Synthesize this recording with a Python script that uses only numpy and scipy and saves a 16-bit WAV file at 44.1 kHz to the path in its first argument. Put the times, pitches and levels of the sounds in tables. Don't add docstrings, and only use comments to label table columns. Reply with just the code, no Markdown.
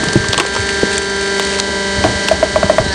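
import sys
import numpy as np
from scipy import signal
from scipy.fft import rfft, irfft
from scipy.io import wavfile

SR = 44100
rng = np.random.default_rng(int(sys.argv[2]) if len(sys.argv) > 2 else 0)


def int16_out(signal):
    q = np.round(np.clip(np.atleast_2d(signal).T, -1, 1) * 32767)
    wavfile.write(sys.argv[1], SR, q.astype(np.int16))


N = 129654

# time in seconds, level in dB before a slow sway.
RUMBLE_LEVEL = [(0, -30.5), (.25, -34), (.45, -34.5), (.65, -33.5), (1.1, -39), (1.85, -38.5), (2.06, -27),
                (2.2, -43), (2.4, -31.5), (2.7, -33), (2.94, -30)]
# frequency in Hz, width in Hz, relative level in dB.
RUMBLE_MODES = [(66, 21.5, 2), (278, 140, -1.6)]
RUMBLE_SWAY_DB = 1.5

# frequency in Hz, relative density in dB per Hz.
ROAR_SPECTRUM = [(25, -24), (80, -24), (130, -12), (200, -13.5), (430, -7), (520, -16), (620, -10.5),
                 (760, -13), (950, -16), (1200, -20.5), (1620, -13), (1950, -13.5), (2400, -22),
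                 (3100, -17), (4000, -20.5), (4550, -8.5), (4900, -19.5), (5500, -14.5), (7000, -25.5),
                 (8600, -22), (9900, -37)]
# time in seconds, gain in dB before a slow sway.
ROAR_LOW_LEVEL = [(0, -21), (.45, -27.5), (.75, -28.5), (1.1, -25.5), (1.6, -24.5), (1.95, -25),
                  (2.09, -15.5), (2.17, -21.5), (2.5, -21), (2.94, -26)]
# time in seconds, gain in dB before a flicker.
ROAR_HIGH_LEVEL = [(0, -38), (.35, -26), (.5, -54), (.57, -29), (.8, -29), (.96, -31), (1.0, -29.5),
                   (1.3, -28), (1.58, -27), (1.63, -30), (2.0, -29), (2.28, -24), (2.35, -27.5), (2.8, -30),
                   (2.94, -23.5)]
VALVE_TICKS = [(.23, 0.14, 1), (0.499, 0.011, 1)]
PUMP_FLUTTER = 0.13
ROAR_SWAY_DB, HISS_FLICKER_DB = 1.5, 0.8

# time in seconds, rate in Hz.
PULSE_RATE = [(0, 197.7), (.85, 197.6), (1.5, 197.3), (2.05, 196.5), (2.13, 197.3), (2.7, 197.7),
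              (2.84, 197.4), (2.94, 191.1)]
PULSES_PER_FIRING = 8
# multiple of the firing rate, relative level in dB.
EXHAUST_ORDERS = [(3, -40), (7, -41), (9, -37.5), (11, -40), (13, -38.5), (15, -44), (17, -38), (18, -35),
                  (21, -48.5), (25, -37.5), (34, -43.5), (38, -41.5), (66, -47), (67, -42), (68, -41),
                  (69, -40)]
# frequency in Hz, relative level of each order in dB.
BUZZ_SPECTRUM = [(25, -69), (150, -59), (290, -43), (400, -50), (520, -49), (800, -55), (1200, -50),
                 (1500, -51), (1800, -46.5), (2080, -47), (2260, -55), (2520, -57), (2900, -50),
                 (3300, -50), (4300, -46.5), (4800, -54), (5600, -52.5), (8000, -55.5), (9500, -60)]
# time in seconds, gain in dB.
ENGINE_LEVEL = [(0, 2), (.38, -2.5), (.45, -3.5), (.6, -1), (.97, 1.5), (1.0, -3), (1.58, 0), (1.63, -1.5),
                (2.05, 0.5), (2.28, -0.5), (2.33, -1), (2.8, -2.5), (2.94, -2.5)]
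BUZZ_SPREAD_DB, EXHAUST_WAVER_DB = 2, 1.5

# multiple of the pulse rate, relative level in dB at first,
# relative level in dB once the wedge is deep in the log.
PUMP_HARMONICS = [(1, -32.5, -31), (2, -21.5, -31.5), (3, -42.5, -31), (4, -37, -44), (5, -31.5, -33),
                  (7, -30.5, -39.5), (8, -22.5, -27), (9, -29, -38), (10, -32, -32), (11, -35.5, -40),
                  (12, -40, -45), (13, -47, -46.5), (15, -41, -41), (16, -34, -37), (18, -38, -48),
                  (19, -37, -40.5), (20, -39.5, -41.5), (21, -51, -44), (22, -37, -47), (23, -31, -37),
                  (26, -38, -41.5), (27, -44, -52), (30, -43, -44), (31, -39, -47.5), (32, -47, -59),
                  (33, -54, -51), (35, -50, -46.5), (36, -47, -47), (37, -44, -49.5), (38, -56, -59),
                  (39, -51, -49.5), (42, -60, -51), (43, -49, -54), (44, -52, -49), (47, -49.5, -49.5)]
DEEP_FROM_S, DEEP_BY_S = 1.136, 1.62
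DEEP_GAIN_DB = -1
# time in seconds, gain in dB.
PUMP_LEVEL = [(0, -4), (.4, -4), (.6, -1.5), (.95, -0.5), (1.03, -3), (1.4, 3.5), (1.62, 2.5), (1.98, 5.5),
              (2.08, 3), (2.2, 4.5), (2.4, 1), (2.65, 3), (2.8, 1), (2.94, -2.5)]
# time in seconds, gain in dB.
HUM_LEVEL = [(0, -3), (.6, -2), (.85, -1), (1.35, 2.5), (1.7, 3.5), (1.95, 1.5), (2.1, -3.5), (2.35, -4.5),
             (2.6, -3.5), (2.94, 2.5)]
# time in seconds, gain in dB.
WHINE_LEVEL = [(0, 3), (.3, 3), (.43, 0.5), (.8, 1), (1.3, -1.5), (1.65, -3.5), (2.08, -1.5), (2.24, -1),
               (2.34, -1.5), (2.7, -4.5), (2.94, -0.5)]
# final frequency in Hz, width in Hz, peak gain in dB.
VALVE_MODES = [(1732, 96, 19.5), (4350, 240, 12), (4080, 170, 12.5), (860, 140, 16)]
BITE_FROM_S, BITE_BY_S = 2.83, 2.885
VALVE_CLIMB_PER_S = 0.7
PHASE_JITTER = 0.008
WAVER_DB, WAVER_HZ = 0.6, 3

# start in seconds, level in dB before the wood gain,
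# pitch in Hz, decay by 60 dB in seconds.
THUMPS = [(0.032, -6, 320, 0.026), (0.1555, 1.5, 334, 0.05), (.158, 0.5, 130, 0.071),
          (0.164, -7, 192, 0.073), (.198, -11, 82, 0.051), (0.29, -8.5, 97, 0.051),
          (.372, -13.5, 143, 0.037), (0.4, -10.5, 358, 0.068), (0.59, -15, 99, 0.13),
          (0.8317, 10.5, 418, 0.01), (.833, -9, 203, 0.062), (0.847, -12, 316, .04), (1.981, -11, 97, .07),
          (2.046, 0, 337, 0.02), (2.058, -13, 108, 0.1), (2.077, -17, 246, 0.062), (2.092, -11, 84, 0.045),
          (2.153, -18, 75.5, .08), (0.01, -16, 120, 0.047), (.235, -18.5, 134, .06),
          (0.072, -11.5, 156, .06), (2.331, -18, 80.2, .08), (2.641, -6.5, 178, 0.045),
          (2.648, -13.5, 80, .07), (2.799, -5.5, 117, 0.047), (2.803, -8.5, 63.3, 0.05),
          (2.863, -4.5, 190, 0.02), (2.881, -13, 79, .09)]
THUMP_RISE_S = 0.0015
WOOD_GAIN_DB = 4.0

# start in seconds, level in dB, decay by 60 dB in seconds, snap pitch in Hz,
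# relative level in dB of the woody body, relative level in dB of the bright splinter.
CRACKS = [(0.033, -23, 0.045, 1480, 10.5, -22), (0.039, -24, 0.022, 3500, 2, 15.5),
          (0.0845, -7, 0.022, 4160, -3.5, -3), (.131, -19, 0.02, 4240, 6, 14.5),
          (0.2405, -15.5, 0.028, 2820, 1, -4), (0.2847, -7.5, 0.016, 5050, -18, -1.5),
          (.327, -13, 0.027, 4140, -24, 4), (0.3309, -1.5, 0.015, 4030, -7, -7),
          (0.3422, -9, 0.02, 2650, -1, -15), (0.3775, -6.5, 0.025, 3520, -2.5, 5),
          (0.386, -13, 0.024, 2200, 8, -13), (0.398, -4.5, 0.037, 2130, -1.5, -2.5),
          (.405, -26.5, 0.09, 2320, 12.5, -7), (0.45, -21, 0.019, 1500, 14, -16),
          (0.462, -28.5, 0.018, 5000, -9, 15.5), (.55, -16.5, 0.024, 5170, 5, 1),
          (0.562, -17.5, 0.065, 2020, 4.5, 0), (.689, -12, 0.041, 2110, -7.5, -2.5),
          (.9285, -20.5, 0.1, 3650, -18, 6), (.956, -14, 0.024, 3470, -15, -14),
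          (0.969, -12, 0.011, 4400, -17, -1), (0.9793, -11, 0.016, 3040, -21, 12.5),
          (1.3961, -5.5, 0.014, 2010, -3, -0.5), (1.448, -14, 0.023, 4460, -15, 6.5),
          (1.587, -18, 0.025, 4050, 2, 8.5), (1.5989, -1, 0.012, 4400, -10, 3),
          (2.039, -11, 0.02, 1140, 10, -11), (2.041, -20.5, 0.08, 4000, -8, -6),
          (2.2846, 0.5, 0.016, 3440, -4, -2)]
# multiple of its pitch, width as share of that pitch, relative level in dB.
SNAP_MODES = [(1, 0.37, 0.5), (1.6, 0.58, -2)]
# frequency in Hz, width in Hz, relative level in dB.
CRACK_BODY_MODES = [(450, 290, -5.5), (1070, 490, 0)]
# frequency in Hz, width in Hz, relative level in dB.
CRACKLE_MODES = [(2100, 1300, -1), (4200, 530, -4)]
# frequency in Hz, width in Hz, relative level in dB.
SPLINTER_MODES = [(7060, 4600, -2.5), (9380, 1800, -12.5)]
CRACK_RISE_S = 0.0005
CRACKLE_PER_S, CRACKLE_END_S = 58, 1.62
CRACKLE_DB = -25

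# start in seconds, level in dB before later gains, pitch in Hz,
# decay by 60 dB in seconds, relative level of the overtones in dB.
KNOCKS = [(2.0405, -2.5, 680, 0.019, 1), (2.047, 4, 660, 0.028, -4), (2.061, -2, 647, 0.034, 3),
          (2.3125, 5.5, 637, 0.038, -9), (2.4273, 4.5, 627, 0.044, 2.5), (2.5588, 0.5, 622, 0.059, 5.5),
          (2.629, 3, 638, 0.033, 3.5), (2.697, 7, 625, 0.032, 0.5), (2.7825, 5.5, 635, 0.04, 5)]
# frequency in Hz, relative level in dB, decay by 60 dB in seconds.
LOG_OVERTONES = [(840, -30, 0.059), (1004, -16.5, 0.025), (1130, -12.5, 0.015), (1334, -15.5, 0.016),
                 (2170, -25, 0.023)]
# frequency in Hz, width in Hz, relative level in dB.
TEAR_MODES = [(286, 92, 1), (655, 330, 4.5)]
KNOCK_RISE_S, OVERTONE_RISE_S = 0.0027, 0.00084
KNOCK_TICK_DB, KNOCK_TICK_S = -14.5, 0.019
TEAR_DB, TEAR_S = -24.5, 0.16

# delay in seconds, level in dB.
ECHOES = [(.011, -26.5), (.034, -18.5), (.061, -27)]
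ECHO_CUT_HZ = 4600
MIC_LOW_HZ, MIC_TOP_HZ, CUTOFF_HZ = 33.4, 9900, 16000


def from_db(db):
    return 10 ** (np.asarray(db) / 20)


def rms_one(x):
    return x / np.sqrt(np.mean(x ** 2) + 1e-20)


def in_time(rows):
    return np.interp(np.arange(N) / SR, *np.transpose(rows))


def at_hz(points, hz):
    f, db = np.transpose(points)
    return np.interp(np.log(hz), np.log(f), db)


def drift(rate_hz):
    pole = np.exp(-2 * np.pi * rate_hz * 40 / SR)
    noise = rng.standard_normal(N // 40 + 2002)
    slow = signal.lfilter([1], [1, -2 * pole, pole * pole], noise)[2000:]
    return np.interp(np.arange(N) / 40, np.arange(len(slow)), rms_one(slow))


def resonate(x, modes):
    out = 0
    for k, (hz, width, db) in enumerate(modes):
        r = np.exp(-np.pi * width / SR)
        zeros = np.sqrt((1 - r * r) / 2) * np.array([1, 0, -1])
        poles = [1, -2 * r * np.cos(2 * np.pi * hz / SR), r * r]
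        out = out + (-1) ** k * from_db(db) * signal.lfilter(zeros, poles, x + 1e-18)
    return out


def add(out, start_s, sound):
    i = max(int(start_s * SR), 0)
    out[i:i + len(sound)] += sound[:N - i]


def decay(t60):
    return np.exp(-np.log(1000) * np.arange(SR // 4) / SR / t60)


def ring(hz, t60, rise_s):
    fall = decay(t60)
    t = np.arange(len(fall)) / SR
    return np.sin(2 * np.pi * hz * t) * fall * (1 - np.exp(-t / rise_s))


def burst(t60):
    fall = decay(t60)
    rise = 1 - np.exp(-np.arange(len(fall)) / SR / CRACK_RISE_S)
    return fall * rise * rng.standard_normal(len(fall))


def rumble():
    level_db = in_time(RUMBLE_LEVEL) + RUMBLE_SWAY_DB * drift(6.3)
    return resonate(rng.standard_normal(N), RUMBLE_MODES) * from_db(level_db)


def roar(cycles, turns):
    hz = np.maximum(np.arange(N // 2 + 1) * SR / N, 1)
    spectrum = rfft(rng.standard_normal(N)) * from_db(at_hz(ROAR_SPECTRUM, hz))
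    noise = rms_one(irfft(spectrum, N))
    low = irfft(rfft(noise) / (1 + (hz / 1000) ** 6), N)
    hiss = noise - low
    ticks = sum(gain * np.exp(-((cycles % 1 - at) / width) ** 2) for at, width, gain in VALVE_TICKS)
    pulsing = rms_one(1 + ticks + PUMP_FLUTTER * np.cos(2 * np.pi * turns))
    low_db = in_time(ROAR_LOW_LEVEL) + ROAR_SWAY_DB * drift(3.3)
    hiss_db = in_time(ROAR_HIGH_LEVEL) + HISS_FLICKER_DB * drift(11.0)
    return low * from_db(low_db) + hiss * pulsing * from_db(hiss_db)


def engine(cycles):
    exhaust = 0
    for k, db in EXHAUST_ORDERS:
        gain = from_db(db + EXHAUST_WAVER_DB * drift(10.5))
        exhaust = exhaust + gain * np.cos(2 * np.pi * (round(k) * cycles + rng.random()))

    orders, size = np.arange(1, 400), 8192
    firing_hz = PULSE_RATE[0][1] / PULSES_PER_FIRING
    db = at_hz(BUZZ_SPECTRUM, orders * firing_hz) + BUZZ_SPREAD_DB * rng.standard_normal(len(orders))
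    partials = from_db(db) * np.exp(2j * np.pi * rng.random(len(orders)))
    cycle = irfft(np.r_[0, partials], size) * size / 2
    buzz = np.interp(cycles % 1 * size, np.arange(size), cycle)
    return np.sqrt(2) * from_db(in_time(ENGINE_LEVEL)) * (exhaust + buzz)


def pump(turns):
    deep = in_time([(DEEP_FROM_S, 0), (DEEP_BY_S, 1)])
    bite = in_time([(BITE_FROM_S, 0), (BITE_BY_S, 1)])
    level, rate = in_time(PUMP_LEVEL), in_time(PULSE_RATE)
    climb = np.exp(VALVE_CLIMB_PER_S * (np.arange(N) - N) / SR)
    hum, whine = in_time(HUM_LEVEL), in_time(WHINE_LEVEL)
    extra = {2: hum, 8: whine, 9: whine}
    phase = 2 * np.pi * turns + PHASE_JITTER * drift(28)
    out = 0
    for k, early_db, deep_db in PUMP_HARMONICS:
        k = round(k)
        swell = 0
        for hz, width, gain_db in VALVE_MODES:
            distance = (k * rate - hz * climb) / width
            swell = swell + gain_db / (1 + distance ** 2) ** 2
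        colour = (1 - deep) * early_db + deep * (deep_db + DEEP_GAIN_DB)
        db = colour + level + bite * swell + extra.get(k, 0) + WAVER_DB * drift(WAVER_HZ)
        out = out + from_db(db) * np.cos(k * phase + rng.normal(0, 1.37))
    return np.sqrt(2) * out


def thumps():
    out = np.zeros(N)
    for start_s, db, hz, t60 in THUMPS:
        add(out, start_s, from_db(db + WOOD_GAIN_DB) * ring(hz, t60, THUMP_RISE_S))
    return out


def cracks():
    body, snaps, splinter, crackle = np.zeros((4, N))
    for start_s, db, t60, hz, body_db, splinter_db in CRACKS:
        fibres = from_db(db) * burst(t60)
        modes = [(k * hz, width * hz, mode_db) for k, width, mode_db in SNAP_MODES]
        add(snaps, start_s, resonate(fibres, modes))
        add(body, start_s, fibres * from_db(body_db))
        add(splinter, start_s, fibres * from_db(splinter_db))
    starts = np.flatnonzero(rng.random(int(CRACKLE_END_S * SR)) < CRACKLE_PER_S / SR) / SR
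    for start_s in starts:
        db = CRACKLE_DB + 2.8 * min(rng.exponential(), 2)
        add(crackle, start_s, from_db(db) * burst(0.03))
    woody = resonate(body, CRACK_BODY_MODES)
    fine = resonate(crackle, CRACKLE_MODES)
    bright = resonate(splinter + crackle, SPLINTER_MODES)
    return snaps + woody + fine + bright


def knocks():
    hollow, ticks, tearing = np.zeros((3, N))
    for start_s, db, hz, t60, overtone_db in KNOCKS:
        overtones = 0
        for mode_hz, mode_db, mode_t60 in LOG_OVERTONES:
            gain = from_db(mode_db + rng.normal(0, 3.1))
            overtones = overtones + gain * ring(mode_hz, mode_t60, OVERTONE_RISE_S)
        main = from_db(db + WOOD_GAIN_DB) * ring(hz, t60, KNOCK_RISE_S)
        add(hollow, start_s, main - from_db(db + overtone_db) * overtones)
        add(ticks, start_s, from_db(db + overtone_db + KNOCK_TICK_DB) * burst(KNOCK_TICK_S))
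        add(tearing, start_s, from_db(db + TEAR_DB) * burst(TEAR_S))
    tick_modes = [(1590, 340, -2.5)]  # Hz, width in Hz, dB
    return hollow + resonate(ticks, tick_modes) + resonate(tearing, TEAR_MODES)


def yard(x):
    out = x.copy()
    dull = signal.sosfilt(signal.butter(2, ECHO_CUT_HZ, fs=SR, output="sos"), x + 1e-18)
    for delay_s, db in ECHOES:
        add(out, delay_s, from_db(db) * dull)
    return out


def scene():
    turns = np.cumsum(in_time(PULSE_RATE)) / SR
    cycles = turns / PULSES_PER_FIRING
    machine = rumble() + roar(cycles, turns) + engine(cycles) + pump(turns)
    wood = thumps() + cracks() + knocks()
    return (machine + yard(wood))[None]


def record(dry):
    low_cut = signal.butter(2, MIC_LOW_HZ, "high", fs=SR, output="sos")
    mic_top = signal.ellip(10, .2, 80, MIC_TOP_HZ, fs=SR, output="sos")
    top_cut = signal.cheby2(12, 70, CUTOFF_HZ, fs=SR, output="sos")
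    heard = signal.sosfilt(mic_top, signal.sosfilt(low_cut, dry))
    overloaded = np.clip(heard, -1, 1)
    return signal.sosfilt(top_cut, overloaded)


dry = scene()
out = record(dry)
int16_out(out)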